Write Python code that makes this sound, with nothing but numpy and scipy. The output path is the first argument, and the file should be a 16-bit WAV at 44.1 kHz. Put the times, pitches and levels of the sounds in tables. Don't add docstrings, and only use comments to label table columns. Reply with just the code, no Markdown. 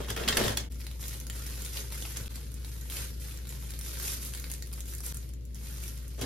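import sys
import numpy as np
from scipy import signal
from scipy.fft import rfft, irfft
from scipy.io import wavfile
from scipy.ndimage import uniform_filter1d

SR = 44100
rng = np.random.default_rng(int(sys.argv[2]) if len(sys.argv) > 2 else 0)


def to_wav(s):
    ch = np.atleast_2d(s).T
    pcm = np.round(np.clip(ch, -1, 1) * 32767)
    wavfile.write(sys.argv[1], SR, pcm.astype(np.int16))


N = 275625
TIME = np.arange(N) / SR


# [t/s, length/s, attack/s, crinkle level/dB, whole-sheet flexing level/dB]
PULLS = [(0.0, 0.26, 0.0045, -48, -43), (.078, 0.016, 0.012, -36.5, -37), (.16, 0.11, 0.0061, -41.5, -35),
         (.276, 0.09, 0.0026, -37, -34.5), (.365, 0.061, 0.0034, -33.5, -31.5),
         (.435, 0.073, 0.0068, -34.5, -33), (.568, 0.041, 0.0028, -44.5, -45),
         (6.175, 0.03, 0.025, -46, -40.5), (6.211, 0.014, 0.0051, -40.5, -35)]
PULL_SAG_DB_PER_S, PULL_RELEASE_DB_PER_S = 49, (228, 157)
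# [t/s, crack level/dB, tick level/dB]
PAPER_SNAPS = [(0.045, -38, -61), (0.102, -26, -32), (0.163, -29.5, -38), (0.174, -27.5, -45),
               (0.235, -29.5, -58), (0.277, -22, -31), (0.2845, -16.5, -22.5), (0.325, -23, -41),
               (0.3695, -16.5, -21), (0.437, -23, -35), (0.4788, -21.5, -31), (0.5712, -24.5, -23),
               (6.2115, -40, -34.5)]
# [tries per s, crack and tick level/dB relative to the rustle, spread/dB]
PAPER_STRAYS = (89.5, -1.5, -3, 1)
# [f/Hz, level/dB]
PAPER_COLOUR = [(300, -26), (700, 1), (1800, 5), (2500, 1.5), (3150, 7.5), (4100, 1.5), (5200, 7.5),
                (7800, 5), (11000, 1), (14200, 2), (16000, -10)]
# [f/Hz, level/dB]
PAPER_CRACK = [(900, -3), (1800, 5.5), (2500, 1), (3200, 6.5), (5000, -4), (7500, -32)]
# [f/Hz, level/dB]
TICK = [(1500, -32), (4000, -3.5), (6000, 9), (9000, 12), (11300, 8)]
# [f/Hz, level/dB]
SHEET_COLOUR = [(70, -4), (115, -2), (175, -7.5), (310, -3.5), (420, 2.5), (650, -4.5), (1500, -13),
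                (13500, -28), (15000, -62)]
# [t/s, level/dB, f/Hz]
FLAPS = [(0.097, -33, 116), (0.27, -32.5, 220), (0.331, -32, 112), (0.466, -30, 104), (0.5, -31.5, 220),
         (0.505, -27, 97), (2.213, -31, 81.4), (2.772, -39, 81), (6.216, -33, 125), (6.232, -30.5, 275)]
# [f/Hz, width/Hz, level/dB]
ROOM_MODES = [(112, 7.5, 8.5), (172, 8.5, 8), (220, 8.1, 10.5), (255, 7, 4), (371, 5.1, 1),
              (463.6, 10.5, 3), (576, 14, 6), (674, 10, -6)]

# [t/s, length/s, attack/s, crumpling level/dB, sliding-film sizzle level/dB]
STROKES = [(.78, 0.057, 0.014, -56, -54), (.988, 0.16, 0.017, -50, -44.5), (1.305, 0.49, 0.044, -49.5, -46),
           (1.71, 0.076, 0.039, -45.5, -40.5), (1.915, 0.22, 0.011, -50, -44),
           (2.155, 0.013, 0.0087, -43.5, -44.5), (2.34, 0.014, 0.014, -52, -50),
           (2.645, 0.27, 0.01, -57, -51.5), (2.895, 0.13, 0.036, -45.5, -39.5),
           (3.19, 0.14, 0.015, -53.5, -48), (3.468, 0.079, 0.023, -52.5, -49),
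           (3.58, 0.18, 0.019, -58, -50.5), (3.79, 0.26, 0.068, -48, -43), (3.975, 0.15, 0.087, -45, -35),
           (4.2, 0.069, 0.017, -50.5, -41.5), (4.32, 0.23, 0.01, -55, -49),
           (4.755, 0.014, 0.005, -54.5, -49), (4.85, 0.067, 0.035, -55, -45.5),
           (5.025, 0.063, 0.012, -51, -41), (5.55, 0.3, 0.11, -55, -48), (5.81, 0.094, 0.015, -56.5, -47.5)]
STROKE_SAG_DB_PER_S, STROKE_RELEASE_DB_PER_S = 4.5, 149.5
# [t/s, level/dB]
STIRRING = [(.7, -59), (2.3, -53), (2.5, -58.5), (3.45, -58), (3.6, -57.5), (5.24, -58), (5.36, -71),
            (5.535, -67.5), (5.555, -58.5), (6.1, -58)]
STIR_SIZZLE_DB = 1.5
BUCKLES_PER_S, BUCKLES_AT_DB, BUCKLES_FOLLOW = 1250, -44.5, .8
# span in s, and share of the rate
TAUT_S, TAUT_SHARE = (4.3, 5.5), .22
# [t/s, crack level/dB, tick level/dB]
FILM_SNAPS = [(0.7215, -58, -43), (0.7444, -48, -54), (0.8062, -47.5, -45), (0.8673, -38, -38.5),
              (0.9135, -42, -45), (1.0816, -47, -32), (1.2008, -45, -35.5), (1.2679, -43, -38),
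              (1.2993, -34, -33), (1.3544, -50, -41), (1.3607, -45, -48), (1.465, -44, -35),
              (1.6206, -42, -35.5), (1.6298, -52, -49), (1.6486, -42, -34), (1.6543, -59, -35),
              (1.6618, -40, -38), (1.7708, -32, -34), (1.9235, -37, -40), (2.0239, -36.5, -36),
              (2.0521, -36, -45), (2.1015, -53, -49), (2.1711, -34, -30), (2.2427, -59, -56),
              (2.2796, -43, -58), (2.3575, -42, -36.5), (2.5176, -60, -45), (2.5413, -54, -40.5),
              (2.647, -41, -42), (2.8119, -50, -41.5), (2.8997, -39, -33.5), (2.9376, -46, -45),
              (3.3739, -53, -40.5), (3.4712, -41, -43), (3.4919, -51, -37), (3.5245, -44, -41),
              (3.6256, -45, -57), (3.7056, -43, -37.5), (3.7373, -40.5, -42), (3.7907, -47, -34),
              (3.8116, -43, -36), (3.8925, -48, -48), (3.9329, -40, -43), (3.9992, -38, -31.5),
              (4.2496, -46, -35), (4.3369, -40, -34), (4.3492, -38.5, -35), (4.3741, -39, -38),
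              (4.3981, -45, -36), (4.4415, -36.5, -42), (4.5001, -41, -38), (4.5153, -42, -31),
              (4.5218, -48, -39), (4.5377, -43, -33), (4.6238, -41, -35), (4.6615, -57, -46),
              (4.6719, -52, -42.5), (4.7273, -51, -39), (4.7317, -42.5, -38), (4.7373, -44, -37.5),
              (4.7934, -48, -51), (4.8054, -45, -33.5), (4.8565, -60, -44), (4.9366, -45, -36),
              (4.9503, -55, -34.5), (4.9827, -58, -37), (5.0049, -45, -36), (5.064, -48, -31),
              (5.1237, -42, -38), (5.1449, -49, -35), (5.1703, -54, -34.5), (5.2908, -56, -45.5),
              (5.3369, -57, -46.5), (5.4524, -68, -48), (5.5459, -60, -41.5), (5.5557, -49.5, -47),
              (5.8375, -44, -38), (5.8799, -48, -37), (5.9767, -63, -44), (6.0797, -65, -44)]
# [tries per s, crack and tick level/dB relative to the rustle, spread/dB]
FILM_STRAYS = (32, 3, -0.5, 2.2)
# [f/Hz, level/dB]
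CRUMPLE = [(150, 3.5), (480, 9), (750, -6), (1700, -1.5), (3300, -1), (5000, 2.5), (8000, 1.5),
           (16000, -33.5)]
# [f/Hz, level/dB]
SIZZLE = [(1000, -16.5), (4000, -4.5), (6000, 1), (8700, 4.5), (13600, 4), (15500, -24.5)]
# [f/Hz, level/dB]
FILM_CRACK = [(700, -3.5), (1800, 2), (4300, 3), (10000, -25.5)]

# [f/Hz, t60/s]
ROOM_T60 = [(200, 1), (1000, 0.19), (4000, 0.16), (14000, 0.073)]
# [f/Hz, rms level/dB]
FAN_TONES = [(59.15, -39), (83, -60), (111, -57), (138.6, -57.5), (361, -71.5)]
# [f/Hz, level/dB]
FAN_AIR = [(20, -17), (40, -5.5), (62, 3), (95, -0.5), (122, 4.5), (160, -3.5), (250, -6), (380, -13.5),
           (540, -15.5), (700, -31), (1150, -36.5), (2200, -32), (5000, -31), (15000, -75)]
# [f/Hz, correlation from -1 to 1]
LIKENESS = [(60, 1), (240, 0.51), (480, -0.014), (950, -0.42), (1900, 0.2), (4000, -0.21), (6300, -0.89),
            (7800, 0.92), (10000, -0.24), (11500, 1)]
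# [f/Hz, phase by which left leads/rad]
PORT_PHASE = [(2000, 0), (3800, 0.5), (4400, -2), (5200, 1), (6000, 0.3), (6900, 4.5), (8300, 3.5),
              (10700, 5.5), (14600, 8.5)]
# [t/s, time from start of drop to start of return/s]
DROPOUTS = [(0.688, 0.0033), (2.2815, 0.0051), (5.1251, 0.0025)]
CUTOFF_HZ = 15900


def leaflet(crinkling):
    creases = crinkle(per_s=1500, spread_db=4.5, clump_db=3.5, facet_q=7.8, rub_db=-9.0)
    return from_db(-1.0) * colour(crinkling * creases, PAPER_COLOUR)


def snaps(rows, crack_colour, rise, hold, t60, after_db, after_t60, crack_db, tick_db, break_db,
          bounce_db=-11, bounce_s=.002, size=2048):
    lead = size // 8
    age = (np.arange(size) - lead) / SR - rise
    fall_db = -60 * np.maximum(age - hold, 0)
    decay = np.hypot(from_db(fall_db / t60), from_db(after_db + fall_db / after_t60))
    envelope = np.exp(np.minimum(age, 0) / rise) * decay
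    level_window = .002 * SR
    parts = np.zeros((2, N + size))
    for s, *levels_db in rows:
        start = int(np.clip(s * SR, 0, N))
        slips = rng.choice([-1, 1], size) * envelope
        facet = resonate(slips, 5500 * 2 ** rng.random(), q=1.5)
        first_break = signal.unit_impulse(size, lead)
        burst = rms_one(slips) + 0.58 * rms_one(facet) + from_db(break_db) * rms_one(first_break)
        bounce_delay = int(bounce_s * SR * (.5 + rng.random()))
        burst = burst + from_db(bounce_db) * np.roll(burst, bounce_delay)
        snap = rms_one(burst) * np.sqrt(level_window / size)
        parts[:, start:start + size] += np.outer(from_db(levels_db), snap)
    crack, tick = parts[:, lead:lead + N]
    return from_db(crack_db) * colour(crack, crack_colour) + from_db(tick_db) * colour(tick, TICK)


def stray_snaps(crack_drive, tick_drive, per_s, crack_db, tick_db, spread_db, count=900):
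    s = np.cumsum(rng.exponential(1, count)) / per_s
    size_db = spread_db * np.clip(rng.standard_normal(count), -2, 2)
    crack, tick = (20 * np.log10(np.interp(s, TIME, drive) + 1e-9) + size_db
                   for drive in (crack_drive, tick_drive))
    heard = (s < TIME[-1]) & (tick > -90)
    return np.transpose([s, crack + crack_db, tick + tick_db])[heard]


def sheet(flexing):
    noise = diffuse(N) + 0.77 * rng.standard_normal(N)
    flutter = colour(flexing * noise * from_db(3.6 * drift(60)), SHEET_COLOUR)
    air = from_db(-4.5) * flutter + flaps()
    ringing = sum(from_db(db) * resonate(air, hz, hz / width) for hz, width, db in ROOM_MODES)
    return (air + ringing) * from_db(0) * np.array(from_db([[.6], [-.6]]))


def flaps(t60=0.053, rise=0.002):
    out = np.zeros(N)
    for s, peak_db, hz in FLAPS:
        age = np.clip(TIME - s, 0, 1)
        envelope = from_db(peak_db - 60 * age / t60) * (1 - np.exp(-age / rise))
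        out += envelope * np.sin(2 * np.pi * hz * age)
    return from_db(2.5) * out


def gloves(crumpling, sliding):
    taut = (TIME > TAUT_S[0]) & (TIME < TAUT_S[1])
    speed = (sliding / from_db(BUCKLES_AT_DB)) ** BUCKLES_FOLLOW
    per_s = BUCKLES_PER_S * speed * np.where(taut, TAUT_SHARE, 1)
    folds = crinkle(per_s, spread_db=3.0, clump_db=8.0, facet_q=4.0, rub_db=-9.0)
    small = crinkle(per_s, spread_db=2.5, clump_db=7.5, facet_q=1.6, rub_db=-1.5)
    wrinkles = rms_one(0.42 * folds + small)
    crumple = from_db(-3.0) * colour(crumpling * folds, CRUMPLE)
    sizzle = from_db(-0.8) * colour(sliding * wrinkles, SIZZLE)
    return crumple + sizzle


def film_motion():
    strokes = gestures(STROKES, STROKE_SAG_DB_PER_S, STROKE_RELEASE_DB_PER_S)
    stirring = from_db(np.interp(TIME, *np.transpose(STIRRING))) * (TIME > STIRRING[0][0])
    return np.hypot(strokes, [stirring, from_db(STIR_SIZZLE_DB) * stirring])


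def gestures(rows, sag_db_per_s, release_db_per_s):
    power = 0
    for start, length, attack_s, *levels_db in rows:
        age = np.maximum(TIME - start, 0)
        fall_db = sag_db_per_s * age + np.outer(release_db_per_s, np.maximum(age - length, 0))
        attack = np.minimum(age / attack_s, 1)
        power = power + (from_db(levels_db)[:, None] * attack * from_db(-fall_db)) ** 2
    return np.sqrt(power)


def crinkle(per_s, spread_db, clump_db, facet_q, rub_db, count=14):
    born = rng.random(N) < per_s * from_db(clump_db * drift(140)) / SR
    sizes = from_db(spread_db * np.minimum(rng.exponential(1, N), 3.5))
    clicks = born * sizes * rng.choice([-1, 1], N)
    facet = rng.integers(0, count, N)
    facet_hz = np.geomspace(900, 15000, count)
    rings = sum(resonate(clicks * (facet == k), hz, facet_q) / np.sqrt(hz) for k, hz in enumerate(facet_hz))
    buckles = rms_one(rms_one(rings) + rms_one(clicks))
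    swarm = buckles + from_db(rub_db) * rng.standard_normal(N)
    return swarm / np.sqrt(uniform_filter1d(swarm ** 2, size=1800) + 1e-9)


def bathroom(x, count=4):
    spots = np.array([drift(40) for _ in range(count)])
    spots /= np.linalg.norm(spots, axis=0)
    return sum(signal.oaconvolve((x * share)[None], wall_echoes(), axes=1)[:, :N] for share in spots)


def wall_echoes(first_echo_s=0.00183, size=17640):
    age = np.arange(size) / SR
    hz, noise = np.fft.rfftfreq(size, 1 / SR), rfft(diffuse(size))
    centres, t60s = np.transpose(ROOM_T60)
    tail = 0
    for share, t60 in zip(np.eye(len(t60s)), t60s):
        band = irfft(noise * at_hz(list(zip(centres, share)), hz), size)
        tail = tail + band * from_db(-60 * age / t60)
    return rms_one(tail * (age > first_echo_s)) / np.sqrt(size)


def fan(waver_db=.5, waver_rad=0.41):
    tones = 0
    for hz, db in FAN_TONES:
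        level = np.sqrt(2) * from_db(db + waver_db * drift(8.4))
        tones = tones + level * np.sin(2 * np.pi * hz * TIME + waver_rad * drift(1.69))
    air = from_db(-49.0) * colour(diffuse(N), FAN_AIR)
    return (tones + air) * from_db([[.9], [-.9]])


def diffuse(size):
    alike = np.clip(at_hz(LIKENESS, np.fft.rfftfreq(size, 1 / SR)), -1, 1)
    mid, side = rfft(rng.standard_normal((2, size)))
    return irfft(np.sqrt((1 + alike) / 2) * mid + np.sqrt((1 - alike) / 2) * side * [[1], [-1]], size)


def microphones(pair):
    phase = at_hz(PORT_PHASE, np.fft.rfftfreq(N, 1 / SR))
    return np.array([pair[0], irfft(rfft(pair[1]) * np.exp(-1j * phase), N)])


def colour(x, spectrum, size=8192):
    gain = rms_one(from_db(at_hz(spectrum, np.fft.rfftfreq(size, 1 / SR))))
    cepstrum = irfft(np.log(gain))
    cepstrum[1:size // 2] *= 2
    cepstrum[size // 2 + 1:] = 0
    response = irfft(np.exp(rfft(cepstrum)))
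    return np.apply_along_axis(signal.fftconvolve, -1, x, response)[..., :N]


def resonate(x, hz, q):
    return signal.lfilter(*signal.iirpeak(min(hz, .4 * SR), max(q, 1), fs=SR), x + 1e-18)


def drift(rate):
    knots = rng.standard_normal(4096)
    return np.interp(TIME * rate, np.arange(len(knots)), knots)


def at_hz(points, hz):
    f, value = np.transpose(points)
    return np.interp(np.log(np.maximum(hz, 1)), np.log(f), value)


def rms_one(x):
    return x / np.sqrt(np.mean(x ** 2) + 1e-20)


def from_db(db):
    return 10 ** (np.asarray(db) / 20)


def scene():
    crinkling, flexing = gestures(PULLS, PULL_SAG_DB_PER_S, PULL_RELEASE_DB_PER_S)
    crumpling, sliding = film_motion()
    rustle = leaflet(crinkling) + gloves(crumpling, sliding)
    paper_rows = [*PAPER_SNAPS, *stray_snaps(crinkling, crinkling, *PAPER_STRAYS)]
    film_rows = [*FILM_SNAPS, *stray_snaps(crumpling, sliding, *FILM_STRAYS)]
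    paper = snaps(paper_rows, PAPER_CRACK, rise=0.00083, hold=0.0035, t60=0.0033,
                  after_db=-15, after_t60=0.012, crack_db=-2.0, tick_db=1.5, break_db=-13)
    film = snaps(film_rows, FILM_CRACK, rise=0.0002, hold=0.00048, t60=0.0016,
                 after_db=-7, after_t60=0.011, crack_db=-1.5, tick_db=-0.5, break_db=-3.5)
    direct = from_db(-2.0) * rustle + paper + film
    echoes = bathroom(from_db(-1.6) * rustle + from_db(-2.1) * paper + from_db(-2.0) * film)
    handling = microphones(direct + echoes) * from_db([[-.4], [.4]])
    return handling + sheet(flexing) + fan()


def record(dry, fade_in_s=0.022, fade_out_s=0.00079):
    level = np.ones(N)
    for s, silent in DROPOUTS:
        fade_out = (s - TIME) / fade_out_s + 1
        fade_in = (TIME - s - silent) / fade_in_s
        level *= np.clip(np.maximum(fade_out, fade_in), .04, 1)
    low_pass = signal.ellip(10, .1, 80, CUTOFF_HZ, fs=SR, output="sos")
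    return signal.sosfilt(low_pass, dry * level)


dry = scene()
out = record(dry)
to_wav(out)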